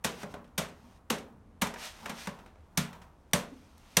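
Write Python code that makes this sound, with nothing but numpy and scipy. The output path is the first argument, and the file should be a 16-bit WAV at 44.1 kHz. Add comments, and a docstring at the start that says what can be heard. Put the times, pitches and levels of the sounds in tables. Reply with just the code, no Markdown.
"""In a small, hard, tiled room, a bat knocks a big ball of crumpled foil about on the floor.
Each blow crushes a few milliseconds' worth of creases and draws a hollow thud from the ball and the room.
Between blows the ball scrapes, rolls and tips over onto its flat sides, and single creases snap.
The bat rings briefly on the last three blows. A few soft hoots and a quiet rumble lie underneath."""
import sys
import numpy as np
from scipy import signal
from scipy.fft import rfft, irfft
from scipy.io import wavfile

SR = 44100
rng = np.random.default_rng(int(sys.argv[2]) if len(sys.argv) > 2 else 0)


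def dump(signal):
    """Clip the signal to [-1, 1] and save it as 16-bit WAV at the path in sys.argv[1]."""
    limited = np.clip(np.atleast_2d(signal).T, -1, 1)
    pcm = np.round(limited * 32767).astype(np.int16)
    wavfile.write(sys.argv[1], SR, pcm)


N = 176400
T = np.arange(N) / SR


def amp(db):
    """Turn decibels into a number to multiply by."""
    return 10 ** (np.asarray(db) / 20)


def unit(x):
    """Scale a sound to an average (rms) size of 1."""
    return x / np.sqrt(np.mean(x ** 2) + 1e-20)


def at_hz(table, hz):
    """Look up a frequency in a table, sliding between rows by octaves."""
    freqs, values = np.array(table, float).T
    return np.interp(np.log(np.maximum(hz, 1)), np.log(freqs), values)


def curve(table):
    """A volume that follows a table of (time [s], level [dB])."""
    return amp(np.interp(T, *np.array(table, float).T))


def fade(t, fade_s):
    """Die away by 60 dB in the fade time."""
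    return np.exp(-np.log(1000) * t / fade_s)


def add(out, x, start):
    """Mix a sound in at its start time."""
    i = int(np.clip(start * SR, 0, N - 1))
    out[i:i + len(x)] += x[:N - i]


def colour(x, spectrum, tilt=0, size=4096):
    """Give a sound the tone of a table; tilt adds that many dB per octave above 500 Hz."""
    hz = np.maximum(np.fft.rfftfreq(size, 1 / SR), 1)
    gain = amp(at_hz(spectrum, hz) + tilt * np.log2(np.maximum(hz, 500)))
    # fold the filter so that it never rings before the sound arrives
    cepstrum = irfft(np.log(gain))
    cepstrum[1:size // 2] *= 2
    cepstrum[size // 2 + 1:] = 0
    response = irfft(np.exp(rfft(cepstrum)))
    return signal.fftconvolve(x, response / np.linalg.norm(response))


def clicks(n, per_s, spread_db):
    """Many tiny snaps of uneven size at random moments."""
    snaps = (rng.random(n) < per_s / SR) * np.sign(rng.standard_normal(n))
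    sizes = amp(spread_db * np.clip(rng.standard_normal(n), -2, 2))
    return unit(snaps * sizes)


def ringing(notes, rise_s):
    """Fading notes of something struck, a little different in level and pitch each time."""
    t = T[:SR // 2]
    ring = 0
    for hz, db, fade_s in notes:
        louder, higher, phase = rng.standard_normal(3)
        tone = np.sin(2 * np.pi * (hz * (1 + 0.0039 * higher) * t + phase))
        ring += amp(db + 1.5 * louder) * tone * fade(t, fade_s)
    return ring * (1 - np.exp(-t / rise_s))


# tone of the room's background (frequency [Hz], level [dB])
AIR_TONE = [(12, -13), (24, -13), (35, 6.5), (48, -4.5), (75, 6), (105, -4.5), (180, -11), (330, -12.5),
            (700, -16.5), (1200, -20.5), (2200, -32), (5000, -44.5), (10000, -44.5), (16000, -57)]
def air():
    """The quiet, steady rumble of the room."""
    noise = colour(rng.standard_normal(N + SR), AIR_TONE)
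    return amp(-58.5) * unit(noise[SR:SR + N])


# how slowly the echo dies (frequency [Hz], fade time [s])
ECHO_FADE = [(100, 9.5), (300, 0.56), (700, 0.35), (1800, 0.3346), (4800, 0.2351), (13000, 0.2142)]
# tone of the echo (frequency [Hz], level [dB])
ECHO_TONE = [(100, -1), (500, 1.5), (1200, 0), (3000, -1.5), (7000, -2), (14000, -12)]
ECHO_DELAY_S, ECHO_RISE_S = 0.00084, 0.0048
def tile_echo(size=32768):
    """Sound bounces between the tiles in a new random pattern each time; the treble dies first."""
    t = T[:size]
    noise, hz = rfft(rng.standard_normal(size)), np.fft.rfftfreq(size, 1 / SR)
    centres = np.geomspace(100, 16000, 9)
    onset = 1 - np.exp(-np.maximum(t - ECHO_DELAY_S, 0) / ECHO_RISE_S)
    echo = 0
    for centre, pick in zip(centres, np.eye(len(centres))):
        band = irfft(noise * np.interp(hz, centres, pick))
        swell = onset * fade(t, at_hz(ECHO_FADE, centre))
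        echo += band * swell / np.linalg.norm(swell) * amp(at_hz(ECHO_TONE, centre))
    return echo


# how strongly the foil scrapes (time [s], level [dB])
SCRAPE_LEVEL = [(0, -93), (.12, -62), (.17, -57), (.225, -50.5), (.26, -76), (.32, -59.5), (.39, -101),
                (.66, -70), (.78, -71.5), (.98, -70.5), (1.0, -90.5), (1.68, -83.5), (1.73, -77),
                (1.79, -49.5), (1.855, -42.5), (1.93, -58), (2.02, -58), (2.14, -57), (2.2, -47.5),
                (2.265, -50), (2.31, -64), (2.5, -80.5), (3.4, -81), (3.5, -68), (3.76, -71.5), (3.92, -63),
                (4, -60)]
# tone of the scraping (frequency [Hz], level [dB])
SCRAPE_TONE = [(150, -68), (600, 5), (1200, 4), (2000, 6), (3200, 4.5), (4800, 1.5), (6000, 2),
               (7500, -4.5), (9200, -2.5), (10300, -10), (12500, -7.5), (15500, -19.5)]
# how strongly the rolling ball rumbles (time [s], level [dB])
ROLL_LEVEL = [(0, -70), (.15, -50), (.3, -54), (.45, -60), (.55, -69), (.85, -60), (1.05, -67.5),
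              (1.3, -58), (1.6, -90), (1.84, -56), (1.95, -65), (2.05, -43), (2.2, -66), (2.4, -53),
              (2.6, -73.5), (2.85, -50.5), (3.02, -51.5), (3.15, -70.5), (3.7, -64.5), (3.95, -64)]
# tone of the rolling (frequency [Hz], level [dB])
ROLL_TONE = [(60, -19), (200, 4.5), (350, -17), (600, -8), (950, -2), (1400, -10), (2200, -32),
             (5000, -32.5)]
def rolling():
    """Foil scrapes finely on tile over the coarser patter of rolling, and the room echoes both."""
    scrape = colour(clicks(N, per_s=15000, spread_db=5.5) * curve(SCRAPE_LEVEL), SCRAPE_TONE)
    rumble = colour(clicks(N, per_s=900, spread_db=1) * curve(ROLL_LEVEL), ROLL_TONE)
    direct = (amp(1.5) * scrape + amp(-3.5) * rumble)[:N]
    return direct + amp(-7.5) * signal.fftconvolve(direct, tile_echo())[:N]


def crush(length, spectrum, echo_db, tilt=0):
    """Snaps swell as the foil is pressed in and die as it lets go, followed by their echo."""
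    t = T[:3000]
    press = np.minimum(t / (0.33 * length), 1)
    release = np.exp(-np.maximum(t - length / 2, 0) / (0.8 * length))
    swell = press * release
    snaps = clicks(len(t), per_s=14000, spread_db=0.5)
    direct = unit(snaps * swell) * np.sqrt(np.mean(swell ** 2))
    out = amp(echo_db) * tile_echo() * np.linalg.norm(direct)
    add(out, direct, 0)
    return colour(out, spectrum, tilt)


# tone of crackling foil (frequency [Hz], level [dB])
FOIL_TONE = [(150, -19), (500, -6), (1000, -3.5), (1500, -0.5), (2600, 0), (3800, -0.5), (4800, -4),
             (5900, -0.5), (7200, -2.5), (9000, -1), (10300, -6), (12500, -3.5), (15500, -13.5)]
# lone crackles (time [s], level [dB], crush length [s], brightness [dB per octave])
CREASE_SNAPS = [(.0405, -37, .004, 0), (.117, -51, .004, -2.5), (.442, -57, .006, -6),
                (.476, -66, .005, -4.5), (.685, -53.5, .005, -2), (1.099, -32, 0.0098, -3.5),
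                (1.181, -48, .008, -2.5), (1.614, -36.5, .004, -1.5), (1.669, -38, 0.0047, -3),
                (1.853, -45, .004, -0.5), (2.385, -52.5, 0.012, -7.5), (2.46, -50, 0.0049, -6.5),
                (2.556, -53.5, 0.0036, -10.5), (2.606, -67, .003, -5.5), (2.928, -47, 0.0084, -6),
                (3.014, -54, 0.012, -5.5), (3.311, -66, 0.0048, -1), (3.779, -57, .003, 2),
                (3.801, -71, 0.0016, -9)]
def creases():
    """Single creases in the foil snap or graze."""
    out = np.zeros(N)
    for start, db, length, tilt in CREASE_SNAPS:
        add(out, amp(db) * crush(length, FOIL_TONE, echo_db=0.5, tilt=tilt), start)
    return out


# how hard the thud drives the room (frequency [times the ball's note], level [dB])
THUD_TONE = [(.35, -6.5), (.7, -1), (1, 1), (1.3, -5), (1.7, -9.5), (2.5, -13), (5, -35)]
# the room's own low notes (pitch [Hz], level [dB], fade time [s])
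ROOM_NOTES = [(77.2, -7, 0.18), (145.3, -10, 0.32), (175.7, -9, .38), (197.8, -5.5, 0.25), (231, -7, 0.43),
              (272.4, -10, 0.31), (412, -10.5, .42), (478.4, -15.5, 0.47), (536, -17.5, 0.47),
              (579.4, -7, 0.3), (642, -23.5, 0.22), (908, -11.5, 0.27), (1004, -12.5, 0.33),
              (1084, -11, .3)]
def thud(note_hz, thud_db, knock_tone, knock_db):
    """The ball sounds its hollow note; thud or knock, whichever is stronger, sets each room note going."""
    t = T[:SR // 2]
    onset = 1 - np.exp(-t / 0.0025)
    ball = np.sin(2 * np.pi * note_hz * t) * onset * fade(t, fade_s=0.069)
    thud_tone = [(ratio * note_hz, db) for ratio, db in THUD_TONE]
    notes = []
    for hz, db, fade_s in ROOM_NOTES:
        drive_db = max(thud_db + at_hz(thud_tone, hz), knock_db + at_hz(knock_tone, hz))
        notes.append((hz, db + drive_db, fade_s))
    room = ringing(notes, rise_s=0.0033)  # the room takes a moment to fill
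    return amp(thud_db + 5) * ball + amp(-2) * room


# tone of the knock (frequency [times the knock's pitch], level [dB])
KNOCK_TONE = [(.15, -21), (.42, -4), (.62, -2), (.8, -1.5), (1, 2.5), (1.25, -3.5), (1.8, -4), (2.4, -6.5),
              (3.5, -16), (8, -45.5)]
def impacts(table, thud_lag_s, echo_db):
    """The ball's skin crunches first, then its packed core knocks, then comes the hollow thud."""
    out = np.zeros(N)
    for start, crunch_db, knock_db, thud_db, length, tilt, knock_hz, note_hz in table:
        knock_tone = [(ratio * knock_hz, db) for ratio, db in KNOCK_TONE]
        add(out, amp(crunch_db) * crush(length, FOIL_TONE, echo_db, tilt), start)
        add(out, amp(knock_db) * crush(length, knock_tone, echo_db), start + 0.2967 * thud_lag_s)
        add(out, thud(note_hz, thud_db, knock_tone, knock_db), start + thud_lag_s)
    return out


# the bat meets the ball (time [s], crunch [dB], knock [dB], thud [dB], crush length [s],
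# brightness [dB per octave], knock pitch [Hz], thud pitch [Hz])
BAT_BLOWS = [(.0435, -25.5, -31, -29.5, 0.0094, -2, 470, 208.5),
             (.5775, -26, -31, -29.5, 0.0095, -1.1, 643, 181),
             (1.1008, -26, -28.5, -28, 0.0067, -1.5, 470, 225),
             (1.6165, -25.5, -26, -25.5, 0.0079, -0.65, 926, 214),
             (2.7728, -23.5, -33.5, -21, 0.0081, -0.5, 1430, 164.8),
             (3.3326, -18, -23.5, -21.5, 0.0037, -0.3, 663, 189),
             (3.9678, -16.5, -25.5, -20.5, 0.0063, -0.65, 700, 163.6)]
def blows():
    """The bat crushes the foil, and the thud follows about 6 ms after the first touch."""
    return impacts(BAT_BLOWS, thud_lag_s=0.006244, echo_db=0)


# the ball meets the floor (time [s], crunch [dB], knock [dB], thud [dB], crush length [s],
# brightness [dB per octave], knock pitch [Hz], thud pitch [Hz])
FLOOR_BUMPS = [(.2295, -43, -37, -35.5, 0.0084, -4, 617, 205),
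               (.339, -43.5, -37.5, -38.5, 0.0058, -5.5, 667, 196),
               (1.738, -42.5, -44, -54, 0.0065, -3.5, 900, 201),
               (1.757, -72, -41, -70, .009, -11, 960, 200), (2.056, -39, -38, -70, 0.0089, -4, 980, 200),
               (2.093, -37, -37, -33, .011, -4, 830, 214), (2.271, -36.5, -34, -33, 0.0051, -3, 980, 194)]
def bumps():
    """The ball tips over and drops gently onto one of its flat sides."""
    return impacts(FLOOR_BUMPS, thud_lag_s=0.002, echo_db=-2.5)


# brief low tones (time [s], pitch [Hz], level [dB], length [s])
LOW_HOOTS = [(.83, 237, -53.5, .07), (3.514, 268, -41, 0.029), (3.555, 262, -49.5, 0.049),
             (3.587, 257, -52.5, 0.033)]
def hoots():
    """Soft, short hoots swell and fade between the blows."""
    out = np.zeros(N)
    for start, hz, db, length in LOW_HOOTS:
        t = T[:int(length * SR)]
        swell = np.sin(np.pi * t / length)
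        add(out, amp(db) * swell * np.sin(2 * np.pi * hz * t), start)
    return out


# blows that make the bat ring (time [s], level [dB])
BAT_RINGS = [(2.774, -26), (3.334, -18.5), (3.969, -17)]
# the bat's own notes (pitch [Hz], level [dB], fade time [s])
BAT_NOTES = [(2130, -8.5, .06), (3530, 1.5, 0.02), (5870, 1.5, 0.029), (5920, 2.5, 0.026),
             (8630, -5.5, .05)]
def bat_ring():
    """The thick end of the bat gives a short, high ring when its side strikes."""
    out = np.zeros(N)
    for start, db in BAT_RINGS:
        add(out, amp(db) * ringing(BAT_NOTES, rise_s=0.002), start)
    return out


def scene():
    """Add all the sounds in the room together in one channel."""
    hits = blows() + bumps() + bat_ring()
    return (hits + creases() + rolling() + hoots() + air())[None]


TOP_HZ = 16200
def record(dry):
    """Cut away the very highest treble."""
    return signal.sosfilt(signal.ellip(10, .2, 80, TOP_HZ, fs=SR, output="sos"), dry)


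dry = scene()
out = record(dry)
dump(out)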